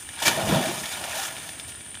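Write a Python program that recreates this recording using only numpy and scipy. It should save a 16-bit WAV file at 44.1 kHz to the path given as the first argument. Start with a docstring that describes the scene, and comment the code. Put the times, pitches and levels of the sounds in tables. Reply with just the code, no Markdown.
"""Insects shrill on the bank over a faint outdoor rumble; then a person jumps through floating plants
into a pond. The surface tears and the body slaps it (shaped noise), the air cavity closes with a deep gulp
(decaying, rising sines), thrown water falls back (random clicks), and a second wash settles into drips
(tick, ring and tiny splash). The water reaches the microphone coloured by its path, with scatter from
the bank and leaves; the insects and the distant air are bands of noise."""
import sys
import numpy as np
from scipy import signal
from scipy.fft import rfft, irfft
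from scipy.io import wavfile

SR = 44100
rng = np.random.default_rng(int(sys.argv[2]) if len(sys.argv) > 2 else 0)


def unload_audio(sound):
    """Save the sound as a 16-bit wav file, at the path given as the first command line argument."""
    columns = np.transpose(np.atleast_2d(sound))
    # keep every value between -1 and 1, then stretch to whole-number steps
    steps = np.round(np.clip(columns, -1, 1) * 32767)
    wavfile.write(sys.argv[1], SR, steps.astype(np.int16))


N = 88200
TIME = np.arange(N) / SR  # s

# spectrum of the insect chorus on the bank: f/Hz, level/dB
INSECT_TONE = [(6500, -60), (7600, -14), (8050, -12.5), (8350, -13.5), (8850, -4), (9120, 0.5), (9450, -3),
               (9900, -18.5), (11000, -40.5)]
INSECT_DB = -42
INSECT_FLUTTER_HZ, INSECT_FLUTTER_DB = 69.6, 1  # fast wander of the level, depth as rms
INSECT_SWELL_HZ, INSECT_SWELL_DB = 24, 0.6  # slower wander, depth as rms

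# spectrum of the distant rumble and outdoor hiss: f/Hz, level/dB
AIR_TONE = [(20, -36), (40, -15), (62, 1.5), (85, 5), (115, 4.5), (170, -5), (300, -1), (480, -12.5),
            (1000, -22.5), (3400, -7.5), (4500, -25.5), (8000, -31), (15500, -27)]
AIR_DB = -49

# thrown water falling back: t/s, splatter level/dB, fine spray level/dB
FALLBACK_LEVELS = [(0, -46, -42.5), (.05, -51, -50), (.18, -40.5, -49), (.24, -38.5, -34.5),
                   (.31, -30.5, -33), (.41, -31.5, -38.5), (.45, -35.5, -35.5), (.49, -28.5, -32.5),
                   (.56, -29, -34), (.62, -32.5, -37.5), (.69, -32.5, -34.5), (.745, -37.5, -38),
                   (.92, -36.5, -38), (.99, -38.5, -40.5), (1.12, -35.5, -39), (1.18, -33.5, -33),
                   (1.265, -35.5, -33.5), (1.31, -41.5, -43.5), (1.47, -44, -45.5), (1.65, -47.5, -54),
                   (1.82, -52, -53.5), (2, -54.5, -63)]
# spectrum of the splatter: f/Hz, level/dB
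SPLATTER_TONE = [(100, -28.5), (500, -12), (900, 0.5), (1800, 1), (2800, 0.5), (3600, -1), (4300, -6.5),
                 (8000, -23)]
# spectrum of the fine spray: f/Hz, level/dB
SPRAY_TONE = [(1500, -25.5), (3500, -7.5), (5000, 0), (7000, 0.5), (10000, -1.5), (13000, -8), (15500, -8)]
SPRAY_PER_S = 6000  # mean drops per second
PLINK_DB = -6  # tiny trapped bubbles relative to the patter

# near drops and flicked leaves: t/s, level/dB, f/Hz
DRIPS = [(.090, -23, 1940), (0.1639, -28, 2430), (.190, -21, 1800), (.8574, -19.5, 3500),
         (.9828, -25.5, 3320), (1.040, -17.5, 1850), (1.3668, -22.5, 2930), (1.3817, -20, 1420),
         (1.421, -30, 4400), (1.492, -21, 1950), (1.534, -28.5, 2450), (1.598, -24.5, 3320),
         (1.722, -28, 2780), (1.75, -28, 1730), (1.808, -27.5, 2170), (1.8627, -29, 1680),
         (1.9441, -27, 2310), (1.953, -24.5, 3230), (1.973, -28, 1710)]
# spectrum of a drip's tick and splash: f/Hz, level/dB
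DRIP_TONE = [(300, -30), (1000, -4), (1800, 3), (3600, 6.5), (4500, -3), (9000, -4), (15500, -33.5)]
DRIP_RING_S, DRIP_SPLASH_S = 0.00082, 0.0055  # decay times
DRIP_RING_DB, DRIP_SPLASH_DB, DRIP_TICK_DB = -2, -13.5, -4  # relative to the level of the drip

# surface tearing as feet, legs and hips go in: t/s, level/dB
ENTRY_LEVELS = [(.185, -60), (.205, -34.5), (.217, -48), (.224, -22), (.238, -26), (.246, -33), (.258, -20),
                (.266, -17.5), (.277, -17.5), (.284, -16), (.293, -20.5), (.31, -38.5), (.35, -55)]
# spectrum of the tearing surface: f/Hz, level/dB
ENTRY_TONE = [(50, -23), (110, -15), (230, -5), (450, -4), (800, -2.5), (1700, 0), (4000, -1.5),
              (8000, -7.5), (11000, -11.5), (15500, -17.5)]
# slaps of the body on the water: t/s, level/dB, decay/s
SLAPS = [(.2022, -26, 0.0012), (.2797, -15, 0.00077), (.2813, -6, 0.0011), (.2834, -12, 0.00094)]
# spectrum of a slap: f/Hz, level/dB
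SLAP_TONE = [(60, -37), (250, -8), (1000, 1), (2200, 6), (4500, -16.5), (7500, 4), (10000, -1),
             (15500, -39)]

# churned-in air: t/s, large bubbles level/dB, small bubbles level/dB
CHURN_LEVELS = [(.19, -67, -68), (.23, -59, -51), (.28, -35.5, -34.5), (.36, -40, -34.5), (.385, -32, -30),
                (.45, -35, -34), (.495, -27.5, -30), (.56, -31.5, -25), (.6, -30.5, -33.5),
                (.64, -36.5, -30.5), (.69, -34.5, -33.5), (.735, -40.5, -37), (.82, -46, -41.5),
                (.91, -53, -49.5), (1.03, -46.5, -40.5), (1.12, -58, -45.5), (1.18, -53, -40),
                (1.29, -54.5, -49), (1.6, -58, -56), (2, -64, -63)]
# spectrum of the large bubbles: f/Hz, level/dB
LARGE_TONE = [(35, -29), (60, -21.5), (90, -5), (170, 0.5), (300, -4), (450, -4.5), (700, -26.5)]
# spectrum of the small bubbles: f/Hz, level/dB
SMALL_TONE = [(300, -11), (480, -3), (640, 3), (850, -1.5), (1100, -4), (1600, -10)]
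# single big bubbles pinching off: t/s, starting f/Hz, level/dB, decay/s
GULPS = [(.219, 865, -16, 0.0028), (.313, 880, -17.5, 0.0046), (.375, 633, -19, 0.008),
         (.408, 760, -22.5, 0.0093), (0.436, 103.5, -27, 0.034), (.475, 79, -27.5, 0.046),
         (.487, 843, -18, 0.0047), (0.494, 272, -18.5, 0.013), (0.522, 177, -13, 0.02),
         (.524, 463, -16, 0.0071), (.537, 240, -23, 0.0087), (.557, 145.7, -15, 0.015),
         (.58, 251, -23, 0.015), (.668, 254, -25, .015), (.69, 344, -23, 0.013),
         (1.147, 840, -29.5, 0.0094), (1.165, 633, -29, 0.01), (1.187, 769, -30.5, 0.023)]
BUBBLE_RISE = 0.036  # fraction of the starting pitch gained per decay time
BUBBLE_ONSET_S = 0.0011  # time constant for a gulp to start ringing

# bursts of flung droplets landing on water and leaves: t/s, level/dB, decay/s
SPATTERS = [(.652, -32, 0.025), (.712, -42, 0.0073), (0.798, -28.5, 0.01), (.857, -30, .01),
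            (0.919, -29.5, 0.018), (1.151, -32, 0.018), (1.487, -33, 0.01), (1.581, -44, 0.011),
            (1.597, -35, 0.0078), (1.678, -34.5, 0.01), (1.691, -36.5, .012), (1.748, -43, .004),
            (1.806, -46, .004)]
# spectrum of the flung droplets: f/Hz, level/dB
SPATTER_TONE = [(500, -11), (1600, -5), (3500, 1.5), (6500, -0.5), (9000, -1), (15500, -13)]
SPATTER_ATTACK_S = 0.0017

# drops of like size land together: width, duration and rms depth of these patches
PATCH_HZ, PATCH_S, PATCH_DB = 260, 0.015, 1.52

# colour of the path from the water to the microphone: f/Hz, level/dB
PATH_COLOUR = [(25, -16), (55, -3), (80, 0), (300, 0), (490, -2), (660, 2), (900, 1), (1100, -4),
               (1330, -3), (1440, 3), (1560, -5), (1680, 3), (1850, 2), (2030, -6), (2180, -3), (2330, 4),
               (2480, -2), (2720, -2), (3000, 1), (3200, -2), (3480, 2), (4000, -2), (4650, -2), (4850, 0),
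               (5600, -1), (6400, 1), (7100, 0), (7500, -2), (8200, -3), (9000, 0)]
BANK_DB, BANK_DECAY_S = -12.5, 0.058  # scatter from the bank and the leaves
CUTOFF_HZ = 15560  # upper limit of the recorder


def amp(db):
    """Decibels to gain."""
    return 10 ** (np.asarray(db) / 20)


def unit(x):
    """Scales to rms 1."""
    return x / np.sqrt(np.mean(x ** 2) + 1e-20)


def level(table, axis=1):
    """Gain over time from one dB column of a table."""
    rows = np.array(table)
    return amp(np.interp(TIME, rows[:, 0], rows[:, axis]))


def add(mix, s, sound):
    """Mixes a sound in, in place, from time s."""
    part = mix[max(0, round(s * SR)):][:len(sound)]
    part += sound[:len(part)]


def colour(x, tone):
    """Causal minimum-phase filter with the given (Hz, dB) response."""
    hz, db = np.transpose(tone)
    bins_hz = abs(np.fft.fftfreq(8192, 1 / SR))
    bins_db = np.interp(np.log(bins_hz + 1), np.log(hz), db)
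    log_gain = np.log(amp(bins_db))
    # the Hilbert transform of the log gain gives the minimum phase
    response = np.exp(np.conj(signal.hilbert(log_gain)))
    taps = np.fft.ifft(response).real[:4096]
    return signal.fftconvolve(x, taps)[:len(x)]


def flutter(rate_hz, depth_db):
    """Random gain that wanders up to about the given rate, with an rms depth in dB."""
    rolloff = 1 + (np.fft.rfftfreq(N, 1 / SR) / rate_hz) ** 4
    slow = irfft(rfft(rng.standard_normal(N)) / rolloff, N)
    return amp(depth_db * unit(slow))


def impacts(per_s, spread_db):
    """Random clicks of uneven size and either sign."""
    size = amp(spread_db * np.minimum(rng.exponential(1, N), 4))
    sign = rng.choice([-1, 1], N)
    return size * sign * (rng.random(N) < per_s / SR)


def bubble(hz, decay_s):
    """A dying sine that rises as the bubble nears the surface."""
    t = TIME[:int(6 * decay_s * SR) + 2]
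    turns = hz * t * (1 + BUBBLE_RISE * t / decay_s / 2)
    return np.sin(2 * np.pi * turns) * np.exp(-t / decay_s)


def cloud(lo_hz, hi_hz, per_s, cycles, spread_db, count=28):
    """Many bubbles of count sizes, each with a decay time of a few cycles."""
    pitches = np.geomspace(lo_hz, hi_hz, count) * rng.uniform(.97, 1.03, count)
    total = np.zeros(N)
    for hz in pitches:
        starts = impacts(per_s / count, spread_db)
        ringing = signal.oaconvolve(starts, bubble(hz, cycles / hz))[:N]
        total += hz * ringing  # higher pitches weighted up
    return total


def patchy(x):
    """Lets narrow ranges of pitch swell and sink at random."""
    z = signal.stft(x, nperseg=512)[2]
    across = np.fft.fftfreq(z.shape[0], SR / 512)[:, None] * PATCH_HZ
    along = np.fft.fftfreq(z.shape[1], 256 / SR) * PATCH_S
    # noise over pitch and time, blurred into patches
    blur = np.exp(-2 * np.pi * (across ** 2 + along ** 2))
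    field = np.fft.ifft2(np.fft.fft2(rng.standard_normal(z.shape)) * blur).real
    return signal.istft(z * amp(PATCH_DB * unit(field)), nperseg=512)[1][:N]


def insects():
    """A chorus on the bank merged into one shrill, fluttering band of noise."""
    pulsing = flutter(INSECT_FLUTTER_HZ, INSECT_FLUTTER_DB) * flutter(INSECT_SWELL_HZ, INSECT_SWELL_DB)
    chorus = colour(rng.standard_normal(N), INSECT_TONE)
    return amp(INSECT_DB) * unit(chorus * pulsing)


def air():
    """Distant rumble and soft outdoor hiss, as shaped noise."""
    return amp(AIR_DB) * unit(colour(rng.standard_normal(N), AIR_TONE))


def falling_water():
    """Clumps of drops patter down, some trapping tiny bubbles, under a finer spray."""
    clumps = flutter(rate_hz=92, depth_db=1.15)
    patter = unit(colour(impacts(per_s=3500, spread_db=1.0), SPLATTER_TONE))
    tiny_bubbles = cloud(998, 4470, per_s=1300, cycles=4.8, spread_db=3.0)
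    plinks = unit(colour(tiny_bubbles, SPLATTER_TONE))
    splatter = unit(patter + amp(PLINK_DB) * plinks) * level(FALLBACK_LEVELS, axis=1)
    spray = unit(colour(impacts(SPRAY_PER_S, spread_db=1.5), SPRAY_TONE))
    spray = spray * level(FALLBACK_LEVELS, axis=2)
    return clumps * patchy(splatter + spray)


def drips():
    """Each near drop is a tick, a short ring and a tiny splash."""
    out, t = np.zeros(N), TIME[:SR // 10]
    tick = colour(1. * (t == 0), DRIP_TONE)
    tick = tick / abs(tick).max()
    for s, db, hz in DRIPS:
        hiss = unit(colour(rng.standard_normal(len(t)), DRIP_TONE))
        splash = hiss * np.exp(-t / DRIP_SPLASH_S)
        add(out, s, amp(db + DRIP_SPLASH_DB) * splash)
        add(out, s, amp(db + DRIP_TICK_DB) * tick)
        add(out, s, amp(db + DRIP_RING_DB) * bubble(hz, DRIP_RING_S))
    return out


def entry():
    """Dense hiss of the tearing surface, topped by the slaps of the body as dying noise bursts."""
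    hiss = colour(rng.standard_normal(N), ENTRY_TONE)
    water = unit(patchy(hiss)) * level(ENTRY_LEVELS)
    for s, db, decay_s in SLAPS:
        slap = unit(colour(rng.choice([-1., 1.], N), SLAP_TONE))
        add(water, s, amp(db) * np.exp(-TIME / decay_s) * slap)
    return water


def trapped_air():
    """The cavity breaks into big gulps and clouds of large and small ringing bubbles."""
    large = cloud(58.8, 494, per_s=1100, cycles=2.12, spread_db=1.5)
    large = unit(colour(large, LARGE_TONE)) * level(CHURN_LEVELS, axis=1)
    small = cloud(386.6, 1358, per_s=970, cycles=4.56, spread_db=1.0)
    small = unit(colour(small, SMALL_TONE)) * level(CHURN_LEVELS, axis=2)
    gulps = np.zeros(N)
    for s, hz, db, decay_s in GULPS:
        ring = bubble(hz, decay_s)
        onset = 1 - np.exp(-TIME[:len(ring)] / BUBBLE_ONSET_S)
        add(gulps, s, amp(db) * ring * onset)
    return large + small + gulps


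def spatters():
    """Each burst is a brief shower of fine droplets: random clicks under a quick rise and decay."""
    bursts = np.zeros(N)
    for s, db, decay_s in SPATTERS:
        attack = 1 - np.exp(-TIME / SPATTER_ATTACK_S)
        add(bursts, s, amp(db) * attack * np.exp(-TIME / decay_s))
    return bursts * unit(colour(impacts(per_s=4100, spread_db=1.5), SPATTER_TONE))


def bank(x):
    """Adds short outdoor scatter: sparse random echoes, dying away, from 3 ms on."""
    t = TIME[:SR // 4]
    sparse = rng.standard_normal(len(t)) * (rng.random(len(t)) < .1)
    tail = sparse * np.exp(-t / BANK_DECAY_S) * (t > .003)
    return x + amp(BANK_DB) * signal.fftconvolve(x, tail / np.linalg.norm(tail))[:N]


def scene():
    """The splash heard from the bank, among the insects."""
    splash = falling_water() + drips() + entry() + trapped_air() + spatters()
    water = colour(splash, PATH_COLOUR)
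    return (bank(water) + insects() + air())[None]


def record(dry):
    """The recorder's band limit, a steep low-pass."""
    low_pass = signal.firwin(1201, CUTOFF_HZ, window=("kaiser", 9), fs=SR)
    return signal.oaconvolve(dry, low_pass[None], "same")


dry = scene()
out = record(dry)
unload_audio(out)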